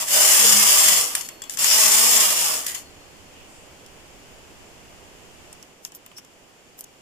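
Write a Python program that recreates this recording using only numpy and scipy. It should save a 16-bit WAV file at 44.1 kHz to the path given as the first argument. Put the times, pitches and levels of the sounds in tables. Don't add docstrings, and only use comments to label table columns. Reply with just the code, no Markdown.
import sys
import numpy as np
from scipy import signal
from scipy.fft import rfft, irfft, next_fast_len
from scipy.io import wavfile
from scipy.ndimage import uniform_filter1d, map_coordinates

SR = 44100
rng = np.random.default_rng(int(sys.argv[2]) if len(sys.argv) > 2 else 0)


def to_wav(s):
    ch = np.atleast_2d(s).T
    pcm = np.round(np.clip(ch, -1, 1) * 32767)
    wavfile.write(sys.argv[1], SR, pcm.astype(np.int16))


N = 309141
TIME_S = np.arange(N) / SR


def amp(db):
    return 10 ** (np.asarray(db) / 20)


def unit(x):
    return x / np.sqrt(np.mean(x ** 2) + 1e-20)


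def panned(db):
    return amp(np.outer([.5, -.5], db))


def along(points, hz):
    point_hz, values = np.transpose(points)
    return np.interp(np.log(hz + 1), np.log(point_hz + 1), values)


def ramp(start_s, length_s):
    return np.clip((TIME_S - start_s) / max(length_s, .001), 0, 1)


def since(start_s):
    return np.maximum(TIME_S - start_s, 0)


def wobble(rate_hz):
    knots = rng.standard_normal(int(N * rate_hz / SR) + 4)
    fine = np.arange(0, len(knots) - 1, 1 / 8)
    return np.interp(TIME_S * rate_hz, fine, map_coordinates(knots, [fine]))


def noise(size):
    return rng.standard_normal((2, size))


def add(track, start_s, sound):
    part = track[:, max(round(start_s * SR), 0):][:, :sound.shape[1]]
    part += sound[:, :part.shape[1]]


# frequency in Hz, left-right correlation.
CORRELATION = [(60, 0.06), (150, 0.66), (380, 0.74), (950, 0.09), (2380, 0)]
# frequency in Hz, pan in dB.
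BALANCE = [(180, -2.5), (400, -6.5), (1200, -1.5), (3000, -0.5), (6200, 2.5), (7100, 9), (8200, 2),
           (9500, -3), (14000, 0.5)]


def coloured(pair, spectrum, peaks=()):
    n = pair.shape[1]
    size = next_fast_len(n + 2048)
    hz = np.fft.rfftfreq(size, 1 / SR)
    blend_rad = np.arcsin(np.clip(along(CORRELATION, hz), -1, 1)) / 2
    peaks_db = sum(db / (1 + (2 * (hz - centre) / width) ** 2) for centre, width, db in peaks)
    bins = rfft(pair, size)
    blended = bins * np.cos(blend_rad) + bins[::-1] * np.sin(blend_rad)
    shaped = blended * amp(along(spectrum, hz) + peaks_db) * panned(along(BALANCE, hz))
    return unit(irfft(shaped, size)[:, :n])


def swelling(pair, middle_s, half_s, hz, skirt_db):
    band = coloured(pair, [(hz / 2, -skirt_db), (hz, 0), (hz * 2, -skirt_db)])
    return band * np.exp(-((TIME_S - middle_s) / half_s) ** 2)


# frequency in Hz, relative level in dB.
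HISS_SPECTRUM = [(40, -5.5), (400, -3.5), (700, -5), (1400, -11.5), (2850, -11.5), (7100, -17),
                 (12000, -25), (15000, -27)]


def room():
    risen, sunk = ramp(2.66, 0.21), ramp(5.55, 0.21)
    hiss = coloured(noise(N), HISS_SPECTRUM, [(2870, 790, 3.5), (3960, 880, -6), (7230, 700, 3)])
    rumble = coloured(noise(N), [(30, -1.5), (85, -3), (220, -31), (900, -80)])
    return amp(-47.5 - 4.5 * sunk) * hiss + amp(-66.5 + 9.5 * risen - 27 * sunk) * rumble


# start and hold in seconds, steel and case levels in dB.
RAIL_SCUFFS = [(0, 0.03, -23, -33), (1.15, 0.045, -32, -59), (1.248, 0.016, -42, -60),
               (1.505, 0.038, -32, -60), (1.587, 0.041, -26, -35.5), (2.677, 0.016, -27.5, -75),
               (2.743, 0.023, -33, -54)]
# cams engage, cams leave and carriage stops in seconds, steel level
# in dB, its attack in seconds, case level in dB, its attack in seconds, pan, hum and singing in dB.
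CARRIAGE_PASSES = [(0.056, 0.99, 1.21, -12, 0.11, -28, 0.12, -1.1, -3.5, -1.5),
                   (1.568, 2.539, 2.76, -14.5, 0.11, -30, 0.22, -1, -0.5, -7)]
CRUISE_HZ, STOP_FADE_S = 200, 0.078


def push(needle_hz):
    steel, case, hum, shake = np.zeros((2, N)), np.zeros(N), np.zeros(N), np.zeros(N)
    pace = needle_hz / CRUISE_HZ
    for (start_s, leave_s, stop_s, steel_db, steel_attack_s, case_db, case_attack_s,
         pan_db, hum_db, singing_db) in CARRIAGE_PASSES:
        moving = 1 - ramp(stop_s, STOP_FADE_S)
        steel_level = amp(steel_db - 0.7 * since(start_s) - 77 * since(leave_s))
        case_level = amp(case_db - since(start_s) - 71 * since(leave_s))
        rattle = moving * ramp(start_s, steel_attack_s) * pace ** 1.77 * steel_level
        rumble = moving * ramp(start_s, case_attack_s) ** 1.13 * pace ** 0.18 * case_level
        steel += rattle * panned(pan_db)
        case += rumble
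        hum += rumble * amp(hum_db)
        shake += rattle * amp(singing_db)
    for start_s, hold_s, steel_db, case_db in RAIL_SCUFFS:
        scuff = ramp(start_s, 0.001) * amp(-274 * since(start_s + hold_s))
        steel += amp(steel_db) * scuff
        case += amp(case_db) * scuff
        shake += amp(steel_db) * scuff
    return steel, case, hum, shake


def bed_ring(t60_s):
    t = np.arange(SR // 10) / SR
    modes = rfft(noise(len(t)) * amp(-60 * t / t60_s))
    modes /= np.sqrt(uniform_filter1d(np.abs(modes) ** 2, size=90, axis=1))
    return irfft(modes + .5)


def needle_impacts(travel, scatter, spread_db, t60_s, contacts):
    needles = np.arange(int(travel[-1]))
    blows = np.zeros((2, N))
    for side in blows:
        chance = rng.standard_normal((2000, contacts, 2))[:len(needles)]
        position = needles[:, None] + np.arange(contacts) / contacts * .8 + scatter * chance[..., 0]
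        onsets = np.searchsorted(travel, position.ravel()).clip(0, N - 1)
        side += np.bincount(onsets, amp(spread_db * chance[..., 1].ravel()), N)
    blows -= blows.mean()
    out, stretch = np.zeros((2, N)), SR // 9
    for i in range(0, N, stretch):
        add(out, i / SR, signal.fftconvolve(blows[:, i:i + stretch], bed_ring(t60_s), axes=1))
    return unit(out)


# frequency in Hz, level in dB, t60 in seconds.
SINGING_MODES = [(4365, -31, 1.8), (11790, -31, 0.7)]


def singing(shake):
    t = np.arange(2 * SR) / SR
    ring = np.zeros(len(t))
    for hz, db, t60_s in SINGING_MODES:
        energy_norm = np.sqrt(2 * np.log(1000) / (t60_s * SR))
        ring += energy_norm * amp(db - 60 * t / t60_s) * np.sin(2 * np.pi * hz * t)
    return signal.fftconvolve(shake * noise(N), ring[None], axes=1)[:, :N] * amp(3 * wobble(35))


# multiple of the needle rate, relative level in dB.
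HUM_HARMONICS = [(2, -14), (3, -11.5), (4, -10), (5, -10.5)]


def case_hum(needle_hz, travel):
    tones = sum(amp(db + 3.5 * wobble(22)) * np.sin(2 * np.pi * k * travel) for k, db in HUM_HARMONICS)
    return (needle_hz / needle_hz.max()) ** 3 * tones


# middle and half length in seconds, relative level in dB.
BOOM_SWELLS = [(0.545, 0.11, -8.5), (2.04, 0.165, -14)]
SMOOTH_HZ, STANDSTILL_JUDDER_RAD = 220, 4


def table_boom(needle_hz, travel):
    floor = amp(-18.5 + 3 * wobble(12)) * needle_hz / CRUISE_HZ
    swells = sum(amp(db) * np.exp(-((TIME_S - middle_s) / half_s) ** 4)
                 for middle_s, half_s, db in BOOM_SWELLS)
    judder_rad = STANDSTILL_JUDDER_RAD * np.maximum(1 - needle_hz / SMOOTH_HZ, 0) * wobble(90)
    return (floor + swells) * amp(2.5 * wobble(35) - 2.5) * np.sin(2 * np.pi * travel + judder_rad)


# middle and half length in seconds, frequency in Hz, level in dB.
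BED_FLARES = [(0.227, 0.11, 605, -36), (0.446, 0.026, 470, -35.5), (0.773, 0.19, 7160, -52),
              (1.716, 0.033, 5340, -27), (2.225, 0.021, 430, -47), (2.71, 0.065, 1930, -45)]


def flares(rattle):
    return sum(amp(db) * swelling(rattle, middle_s, half_s, hz, skirt_db=57)
               for middle_s, half_s, hz, db in BED_FLARES)


# time in seconds, needles per second.
PASS_SPEEDS = [
    [(0.1, 184), (0.222, 201), (0.264, 191), (0.336, 216), (0.44, 204), (0.858, 203), (0.94, 186),
     (1.0, 168), (1.22, 124)],
    [(1.6, 170), (1.7, 204), (1.784, 220), (1.918, 216), (2.054, 224), (2.225, 214), (2.28, 186),
     (2.45, 168), (2.68, 122)],
]
# frequency in Hz, relative level in dB.
STEEL_SPECTRUM = [(820, -35.5), (1400, -14), (1980, -9.5), (2950, -7.5), (3490, -6.5), (3810, -13),
                  (4610, -8), (5040, -2.5), (6330, -4.5), (7060, -2), (9990, -6), (15000, -9)]
CASE_SPECTRUM = [(130, -24), (200, -17.5), (450, -14.5), (630, -6), (850, -4.5), (1150, 2), (1420, -9.5),
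                 (2100, -16.5)]
# frequency and width in Hz, boost in dB.
BED_PEAKS = [(481, 35, 8), (629, 24, 8.5), (1110, 33, -3.5), (1995, 78, 2.5), (2910, 280, 3.5),
             (5350, 190, 0), (7200, 790, 2), (9920, 170, 4.5)]


def carriage():
    left_hz, back_hz = (np.interp(TIME_S, *np.transpose(rows)) for rows in PASS_SPEEDS)
    return_s = CARRIAGE_PASSES[1][0]
    needle_hz = np.where(TIME_S < return_s, left_hz, back_hz)
    steel_gain, case_gain, hum_gain, shake = push(needle_hz)
    travel = np.cumsum(needle_hz * (1 + .012 * wobble(45))) / SR
    drag_db = 0.5 * wobble(70)
    rattle = needle_impacts(travel, scatter=.12, spread_db=3.2, t60_s=.04, contacts=4) + .2 * noise(N)
    rumble = needle_impacts(travel, scatter=.2, spread_db=3.1, t60_s=.09, contacts=2) + .4 * noise(N)
    steel = steel_gain * amp(drag_db - 1.5) * coloured(rattle, STEEL_SPECTRUM, BED_PEAKS)
    case = case_gain * amp(drag_db - 1) * coloured(rumble, CASE_SPECTRUM, BED_PEAKS)
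    tones = hum_gain * case_hum(needle_hz, travel) + case_gain * table_boom(needle_hz, travel)
    return steel + case + flares(rattle) + tones * panned(-7) + singing(shake)


# frequency in Hz, relative level in dB.
KNOCK_SPECTRUM = [(300, -41), (1050, 5.5), (1400, -3.5), (1750, -3.5), (2300, -1), (3100, 5), (4500, -17)]
RING_BOOST_DB = 9


def clicks(rows, spectrum, peaks, width_ratio, rise_s, knock_gain_db, knock_t60_s, tail_db, tail_t60_s):
    out, t = np.zeros((2, N)), np.arange(SR // 5) / SR
    attack = 1 - np.exp(-(t / rise_s) ** 4)
    for start_s, db, knock_db, hz, t60_s, pan_db in rows:
        crack = coloured(noise(len(t)), spectrum, [(hz, width_ratio * hz, RING_BOOST_DB), *peaks])
        crack *= amp(-60 * t / t60_s) + amp(tail_db - 60 * t / tail_t60_s)
        knock = coloured(noise(len(t)), KNOCK_SPECTRUM)
        knock *= amp(knock_db + knock_gain_db - 60 * t / knock_t60_s)
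        add(out, start_s, amp(db) * attack * (crack + knock) * panned(pan_db))
    return out


# start in seconds, relative click and knock levels in dB, ring in Hz,
# t60 in seconds, pan in dB.
CATCH_CLICKS = [(0.081, -17, -38, 7660, 0.052, -1), (1.1504, 1, -35.5, 9870, 0.017, 0.5),
                (1.2085, -16.5, -28, 6400, 0.031, 9), (1.2868, -15, -28.5, 7260, 0.021, -1),
                (1.4178, -13.5, -37, 7500, 0.012, 6), (1.4367, -25.5, -19.5, 6500, 0.026, 7),
                (1.495, -14.5, -40, 7300, 0.023, 4.5), (1.5708, -15.5, -22.5, 6200, 0.028, 7),
                (1.6425, -1, -28, 7100, 0.024, 2), (1.7106, 6.5, -31.5, 5300, 0.0086, -1),
                (2.6639, -10, -46, 10500, 0.034, 2), (2.7465, -16.5, -23, 6940, 0.03, 4)]


def catches():
    peaks = [(1790, 270, 10.7), (3500, 52, 4.5)]
    return amp(-4.5) * clicks(CATCH_CLICKS, STEEL_SPECTRUM, peaks, width_ratio=0.085, rise_s=0.0016,
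                              knock_gain_db=5.5, knock_t60_s=0.25, tail_db=-27, tail_t60_s=0.43)


def struck_modes(blows):
    out = np.zeros((2, N))
    for start_s, hz, db, t60_s in blows:
        t = np.arange(int(t60_s * SR)) / SR
        phase = rng.uniform(0, np.pi / 2, (2, 1))
        envelope = amp(db - 60 * t / t60_s) * np.minimum(t / .002, 1)
        add(out, start_s, envelope * np.sin(2 * np.pi * hz * t + phase))
    return out


# start in seconds, frequency in Hz, level in dB, t60 in seconds.
END_STRIKES = [(1.21, 4365, -52, 1.7), (1.21, 11790, -48, 0.7), (2.764, 4365, -40, 0.17),
               (2.855, 4365, -55.5, 1.6)]


def end_strikes():
    return struck_modes(END_STRIKES) * amp(3 * wobble(40))


# start in seconds, level in dB.
PLATE_BLOWS = [(1.419, -30), (1.437, -40)]
# frequency in Hz, relative level in dB, t60 in seconds.
PLATE_MODES = [(3370, -7, 0.16), (4850, -10, 0.06), (7400, -8, 0.08), (7580, 5, 0.035)]


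def loose_plate():
    return struck_modes([(start_s, hz, db + mode_db, t60_s)
                         for start_s, db in PLATE_BLOWS for hz, mode_db, t60_s in PLATE_MODES])


# middle and half length in seconds, level in dB, centre in Hz.
WOOL_PULLS = [(3.402, 0.064, -53.5, 2750), (3.557, 0.093, -55.5, 7750)]


def wool_rustles():
    fibres = noise(N) * amp(6 * rng.standard_normal(N))
    return sum(amp(db) * swelling(fibres, middle_s, half_s, hz, skirt_db=34)
               for middle_s, half_s, db, hz in WOOL_PULLS)


# frequency in Hz, relative level in dB.
NEEDLE_SPECTRUM = [(2000, -22), (3200, -4), (4000, -11), (5500, 2), (9000, -1), (15000, -3)]
# start in seconds, relative click and knock levels in dB, ring in Hz, pan in dB.
TOOL_TAPS = [(3.862, -27.5, -32, 5430, -9), (5.5275, -20.5, -26, 8000, -4), (5.6264, -23, -19, 6160, -2),
             (5.849, -10.5, -24, 5770, -1), (5.9195, -26.5, -17, 7230, 2), (5.9486, -19.5, -43, 12000, -1),
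             (6.062, -24, -15.5, 13100, 3), (6.114, -41, 1.5, 6560, -2), (6.1817, -26, -9.5, 5520, -1),
             (6.2476, -31, -18, 6880, -3), (6.7896, -24, -41, 13500, 3), (6.8076, -14.5, -45, 13900, 3)]
TAP_T60_S = 0.0068


def tool_taps():
    rows = [(start_s, db, knock_db, hz, TAP_T60_S, pan_db)
            for start_s, db, knock_db, hz, pan_db in TOOL_TAPS]
    return amp(-0.5) * clicks(rows, NEEDLE_SPECTRUM, peaks=[], width_ratio=0.39, rise_s=0.0011,
                              knock_gain_db=-4.5, knock_t60_s=0.063, tail_db=-24.5, tail_t60_s=0.069)


# middle and half length in seconds, level in dB, ring and width in Hz, boost in dB.
TOOL_SLIDES = [(5.861, 0.018, -44.5, 7000, 700, 3), (5.958, 0.0088, -41, 14100, 4000, 16),
               (6.182, 0.0098, -38, 5530, 520, 17), (6.795, 0.0094, -41.5, 13800, 4000, 15),
               (6.8432, 0.0025, -36.5, 6630, 700, 4)]


def tool_slides():
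    out, t = np.zeros((2, N)), np.arange(SR // 5) / SR - .1
    for middle_s, half_s, db, hz, width_hz, boost_db in TOOL_SLIDES:
        grit = noise(len(t)) * amp(2.7 * rng.standard_normal(len(t)))
        envelope = amp(db) * np.exp(-(t / half_s) ** 2 / 2)
        add(out, middle_s + t[0], envelope * coloured(grit, NEEDLE_SPECTRUM, [(hz, width_hz, boost_db)]))
    return out


def scene():
    ticks = catches() + tool_taps()
    machine = carriage() + loose_plate() + end_strikes()
    return ticks + machine + wool_rustles() + tool_slides() + room()


def record(dry):
    rounded = dry / (1 + np.abs(dry / .92) ** 6) ** (1 / 6)
    size = next_fast_len(N + 8192)
    lowpass = 1 / (1 + (np.fft.rfftfreq(size, 1 / SR) / 15300) ** 200)
    return irfft(rfft(rounded, size) * lowpass, size)[:, :N]


dry = scene()
out = record(dry)
to_wav(out)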